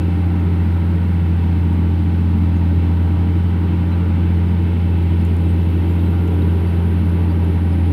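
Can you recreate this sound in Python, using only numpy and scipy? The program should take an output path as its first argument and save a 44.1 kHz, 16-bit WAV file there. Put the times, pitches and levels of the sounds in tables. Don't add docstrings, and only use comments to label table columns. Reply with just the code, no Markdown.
import sys
import numpy as np
from scipy import signal
from scipy.fft import rfft, irfft
from scipy.io import wavfile

SR = 44100
rng = np.random.default_rng(int(sys.argv[2]) if len(sys.argv) > 2 else 0)


def wav_out(sig):
    wavfile.write(sys.argv[1], SR, np.round(np.clip(np.atleast_2d(sig).T, -1, 1) * 32767).astype(np.int16))


def attenuation_scalar(level_db):
    decades = np.asarray(level_db, float) / 20
    return 10 ** decades


N = 349272


def in_time(rows):
    seconds, *columns = np.transpose(rows)
    return [np.interp(np.arange(N) / SR, seconds, column) for column in columns]


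def drift(rate_hz):
    stride = 100
    settle = 2000
    pole = np.exp(-2 * np.pi * rate_hz * stride / SR)
    noise = rng.standard_normal(N // stride + 2 + settle)
    slow = signal.lfilter([1], [1, -2 * pole, pole * pole], noise)[settle:]
    return np.interp(np.arange(N) / stride, np.arange(len(slow)), slow / slow.std())


def coloured_spectrum(points):
    hz = np.arange(N // 2 + 1) * SR / N + 1
    points_hz, points_db = np.transpose(points)
    db = np.interp(np.log(hz), np.log(points_hz), points_db)
    white = rfft(rng.standard_normal(N)) * np.sqrt(SR / 2)
    return hz, white * attenuation_scalar(db)


def tone(turns, level_db, waver_db, rate_hz):
    start = rng.uniform(0, 2 * np.pi)
    strength = np.sqrt(2) * attenuation_scalar(level_db) * attenuation_scalar(waver_db * drift(rate_hz))
    phase_wander = 0.14 * waver_db * drift(rate_hz)
    return strength * np.cos(2 * np.pi * turns + start + phase_wander)


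def engine():
    # (t/s, firing rate f/Hz)
    firing_curve = [(0, 86.7), (.45, 87.2), (.75, 86.15), (1.0, 87.2), (1.25, 85.93), (1.5, 85.56),
                    (2.2, 86.25), (2.75, 85.2), (3.05, 85.6), (3.3, 86.7), (4.0, 87.23), (4.25, 86.43),
                    (4.5, 87), (4.75, 86.86), (5.0, 85.85), (5.75, 85.8), (6.0, 86.6), (7.25, 86.5),
                    (7.5, 85.6), (7.92, 85.3)]
    # (t/s, level/dB)
    main_pump_curve = [(0, -35.5), (.5, -30.5), (1.1, -44), (1.75, -30.5), (2.1, -35), (2.6, -31),
                       (3.2, -32.5), (3.6, -38), (4.0, -29), (4.4, -43), (5.5, -41), (6.4, -33),
                       (6.75, -40), (7.2, -30), (7.92, -34.5)]
    # (multiple of the four-stroke cycle rate, level/dB)
    engine_orders = [(3, -55), (7, -44.5), (9, -46.5), (11, -40.5), (15, -35), (17, -43.5), (18, -43.5),
                     (21, -43), (23, -40), (24, -47), (26, -48.5), (27, -46), (28, -54), (30, -56),
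                     (31, -47.0), (34, -53.5), (36, -55.5), (37, -63), (38, -55.5), (39, -61.5), (40, -55),
                     (42, -69), (45, -62), (48, -60), (50, -63), (54, -53), (60, -55), (61, -65.5),
                     (72, -63), (78, -67), (84, -67), (89, -67), (90, -58.5), (92, -65.5), (95, -67),
                     (96, -57), (108, -66), (114, -73), (169, -72.5), (184, -62.5), (209, -65.5)]
    # (piston strokes per engine cycle, [level/dB of each harmonic over the pump's base level])
    main_pump = (20.2, [0.5, -23.5, -29, -24.5])
    second_pump = (22.45, [-41.5, -67, -54.5, -69.5])

    (firing_hz,), (main_pump_db,) = in_time(firing_curve), in_time(main_pump_curve)
    fast_hz = firing_hz - 86.3
    note_db = -15.5 - 0.67 * fast_hz + 0.26 * drift(1.7)
    octave_db = -25 + 0.8 * fast_hz + 0.4 * drift(1.6)
    cycles = np.cumsum(firing_hz) / SR / 6
    firing_angle = 2 * np.pi * 6 * cycles
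    octave_lead_rad = 1.3
    drone = np.sqrt(2) * attenuation_scalar(note_db) * np.cos(firing_angle)
    drone += np.sqrt(2) * attenuation_scalar(octave_db) * np.cos(2 * firing_angle + octave_lead_rad)

    lines = np.zeros(N)
    for multiple, order_db in engine_orders:
        lines += tone(round(multiple) * cycles, order_db, waver_db=3.0, rate_hz=1.13)
    for (strokes, harmonics_db), base_db in ((main_pump, main_pump_db), (second_pump, 0)):
        for harmonic, harmonic_db in enumerate(harmonics_db, 1):
            lines += tone(harmonic * strokes * cycles, base_db + harmonic_db, waver_db=1.5, rate_hz=2.0)
    return drone, lines


def whines():
    # (f/Hz, level/dB)
    fan_tones = [(805.7, -48.5), (2170, -65.5)]
    # (t/s, f/Hz, level/dB)
    turbo_curve = [(0, 10500, -79), (.9, 10580, -75), (1.8, 10600, -80), (3.4, 10750, -83), (4, 10630, -76),
                   (4.9, 10500, -78), (5.8, 10710, -80), (6.7, 10670, -71), (7.92, 10680, -69)]
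    fans = sum(tone(hz * np.arange(N) / SR, db, waver_db=0.5, rate_hz=2.2) for hz, db in fan_tones)
    turbo_hz, turbo_db = in_time(turbo_curve)
    return fans + tone(np.cumsum(turbo_hz) / SR, turbo_db, waver_db=0.5, rate_hz=9.0)


def roar():
    # (f/Hz, level/dB per Hz)
    roar_colour = [(20, -73), (45, -65.5), (72, -59), (98, -48.5), (150, -50.5), (265, -58), (365, -60.5),
                   (480, -67.5), (630, -71), (1100, -74), (1700, -78), (3000, -79), (4200, -88.5),
                   (6800, -106)]
    # (f/Hz, width/Hz between the points of half the dB boost, boost/dB)
    cab_resonances = [(216.2, 56, 8.5), (310.5, 42, 8.5), (391, 30, 5.5), (439, 25, 7.5), (548, 33, 3.5),
                      (805, 99, 3.5), (937, 109, 8), (1340, 130, 0.5), (1513, 160, 5), (1856, 91, 3.5),
                      (2136, 390, 3), (2650, 56, 5), (4000, 130, 1.5)]
    hz, spectrum = coloured_spectrum(roar_colour)
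    boost_db = sum(db / (1 + (2 * (hz - top_hz) / width_hz) ** 4) for top_hz, width_hz, db in cab_resonances)
    return irfft(spectrum * attenuation_scalar(boost_db), N) * attenuation_scalar(0.2 * drift(3.6))


def moving_microphone(cab):
    # (f/Hz, mean level/dB, swing/dB, swells per second [1/s], phase at the start/rad)
    standing_waves = [(222, -0.04, 0.9, .3, 2.5), (400, -0.55, 2.5, 0.11, 1.65),
                      (850, -0.1, 0.5, 0.24, 1.6), (1420, -0.47, 1.5, .34, -1.7),
                      (2000, -0.14, 0.7, .28, -1.6), (2800, -0.5, 1.45, 0.12, 2.2)]
    spectrum = rfft(cab)
    hz, t = np.arange(N // 2 + 1) * SR / N + 1, np.arange(N) / SR
    knots_hz = [130, *[row[0] for row in standing_waves], 4500]
    out = cab.copy()
    for k, (_, mean_db, swing_db, pace, start) in enumerate(standing_waves, 1):
        share = np.interp(np.log(hz), np.log(knots_hz), np.eye(len(knots_hz))[k])
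        region = irfft(spectrum * share, N)
        swell_db = mean_db + swing_db * np.cos(2 * np.pi * pace * t + start) + 0.51 * drift(9.4)
        out += region * (attenuation_scalar(swell_db) - 1)
    return out


def hiss():
    # (f/Hz, relative level/dB per Hz)
    hiss_colour = [(4120, -35), (7000, -11), (8080, 1), (10100, -1), (10400, -2.5), (10900, -1.5),
                   (11400, -5), (13400, 0), (15300, 1.5)]
    draught_colours = [
        [(6500, -30), (8500, -7.5), (9700, -2), (10700, -1), (11800, -11), (13200, -6.5), (15400, -22.5)],
        [(8000, -26), (10500, -9), (11700, -0.5), (12700, -0.5), (13700, -8), (15400, -17.5)],
    ]
    # (t/s, hiss level/dB, low draught level/dB, high draught level/dB)
    air_curves = [(0, -59.5, -74, -78), (3.5, -59.5, -79, -82.5), (4.5, -60, -72, -76),
                  (5.2, -59, -66, -70.5), (5.9, -60.5, -64, -60), (6.7, -61.5, -61.5, -63),
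                  (7.5, -66.5, -62.5, -64), (7.92, -64.5, -60, -71.5)]
    out = np.zeros(N)
    for colour, level_db in zip((hiss_colour, *draught_colours), in_time(air_curves)):
        air = irfft(coloured_spectrum(colour)[1], N)
        out += air / air.std() * attenuation_scalar(level_db + 0.8 * drift(25.0))
    return out


def bumps():
    # (middle t/s, length/s between the 1/e points, top rms level/dB)
    ridges = [(.5, .3, -39), (2.85, 0.35, -40), (5.747, 0.24, -35), (6.396, 0.35, -34), (7.445, 0.21, -40)]
    # (f/Hz, relative level/dB per Hz)
    panel_colour = [(100, -59), (230, -25.5), (300, 2), (340, 2), (395, 8), (430, 2), (560, -23),
                    (2000, -89.5)]
    t = np.arange(N) / SR
    rumble = irfft(coloured_spectrum(panel_colour)[1], N)
    swell = sum(attenuation_scalar(db) * np.exp(-(2 * (t - middle) / length) ** 2) for middle, length, db in ridges)
    return swell * rumble / rumble.std()


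def squeaks():
    # (middle t/s, length/s, f/Hz, level/dB, octave level/dB)
    trim_squeaks = [(.404, .04, 3290, -66, -68), (2.573, .04, 3300, -66, -68), (3.93, .04, 3990, -50, -80),
                    (4.493, .09, 4950, -64, -70), (5.21, .04, 4936, -66, -64), (5.416, .03, 4457, -66, -67),
                    (5.451, .03, 3798, -54, -78), (5.502, .06, 4190, -65, -59),
                    (5.915, .06, 3660, -70, -66), (6.0, .04, 3722, -54, -74), (6.066, .05, 4000, -54, -65),
                    (6.424, .012, 3800, -48, -80), (6.676, .04, 4630, -57, -64), (7.1, .03, 5008, -68, -60),
                    (7.308, .04, 4612, -58, -73), (7.728, .035, 5030, -60, -68)]
    out, unsteady = np.zeros(N), drift(50.0)
    for middle, length, hz, db, octave_db in trim_squeaks:
        t = np.arange(int(length * SR)) / SR
        at = int((middle - length / 2) * SR)
        slips = unsteady[at:at + len(t)]
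        turns = np.cumsum(hz * (1 + 0.0036 * slips)) / SR
        third_db = octave_db - 8
        note = np.zeros(len(t))
        for harmonic, level_db in enumerate((db, octave_db, third_db), 1):
            note += np.sqrt(2) * attenuation_scalar(level_db) * np.sin(2 * np.pi * harmonic * turns)
        swell = np.sin(np.pi * t / length)
        flutter = attenuation_scalar(2.5 * slips)
        out[at:at + len(t)] += swell * flutter * note
    return out


def ticks():
    # (start t/s, peak level/dB, resonance f/Hz)
    plastic_ticks = [(.449, -46, 11350), (1.73, -44, 9000), (3.026, -44.5, 13100), (5.251, -34.5, 8430),
                     (5.2644, -41, 8000), (5.3672, -38.5, 8500), (5.618, -46, 4500), (5.703, -39.5, 13300),
                     (6.278, -40, 5600), (6.343, -47, 9400), (7.097, -44.5, 11000), (7.447, -39.5, 10900),
                     (7.5073, -42, 12000)]
    out, t = np.zeros(N), np.arange(512) / SR
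    decay_s = 0.00087
    for start, db, hz in plastic_ticks:
        burst = rng.standard_normal(len(t)) * np.exp(-t / decay_s)
        band = signal.butter(2, [hz / 1.3, min(hz * 1.4, 0.45 * SR)], "band", fs=SR)
        snap = signal.lfilter(*band, burst)
        at = int(start * SR)
        out[at:at + len(t)] += attenuation_scalar(db) * snap / np.abs(snap).max()
    return out


def scene():
    drone, lines = engine()
    cab = moving_microphone(lines + whines() + roar())
    mix = drone + cab + hiss() + bumps() + squeaks() + ticks()
    return mix[None]


def low_pass(x):
    return signal.sosfilt(signal.butter(12, 15410, fs=SR, output="sos"), x)


def record(dry):
    return low_pass(dry)


dry = scene()
out = record(dry)
wav_out(out)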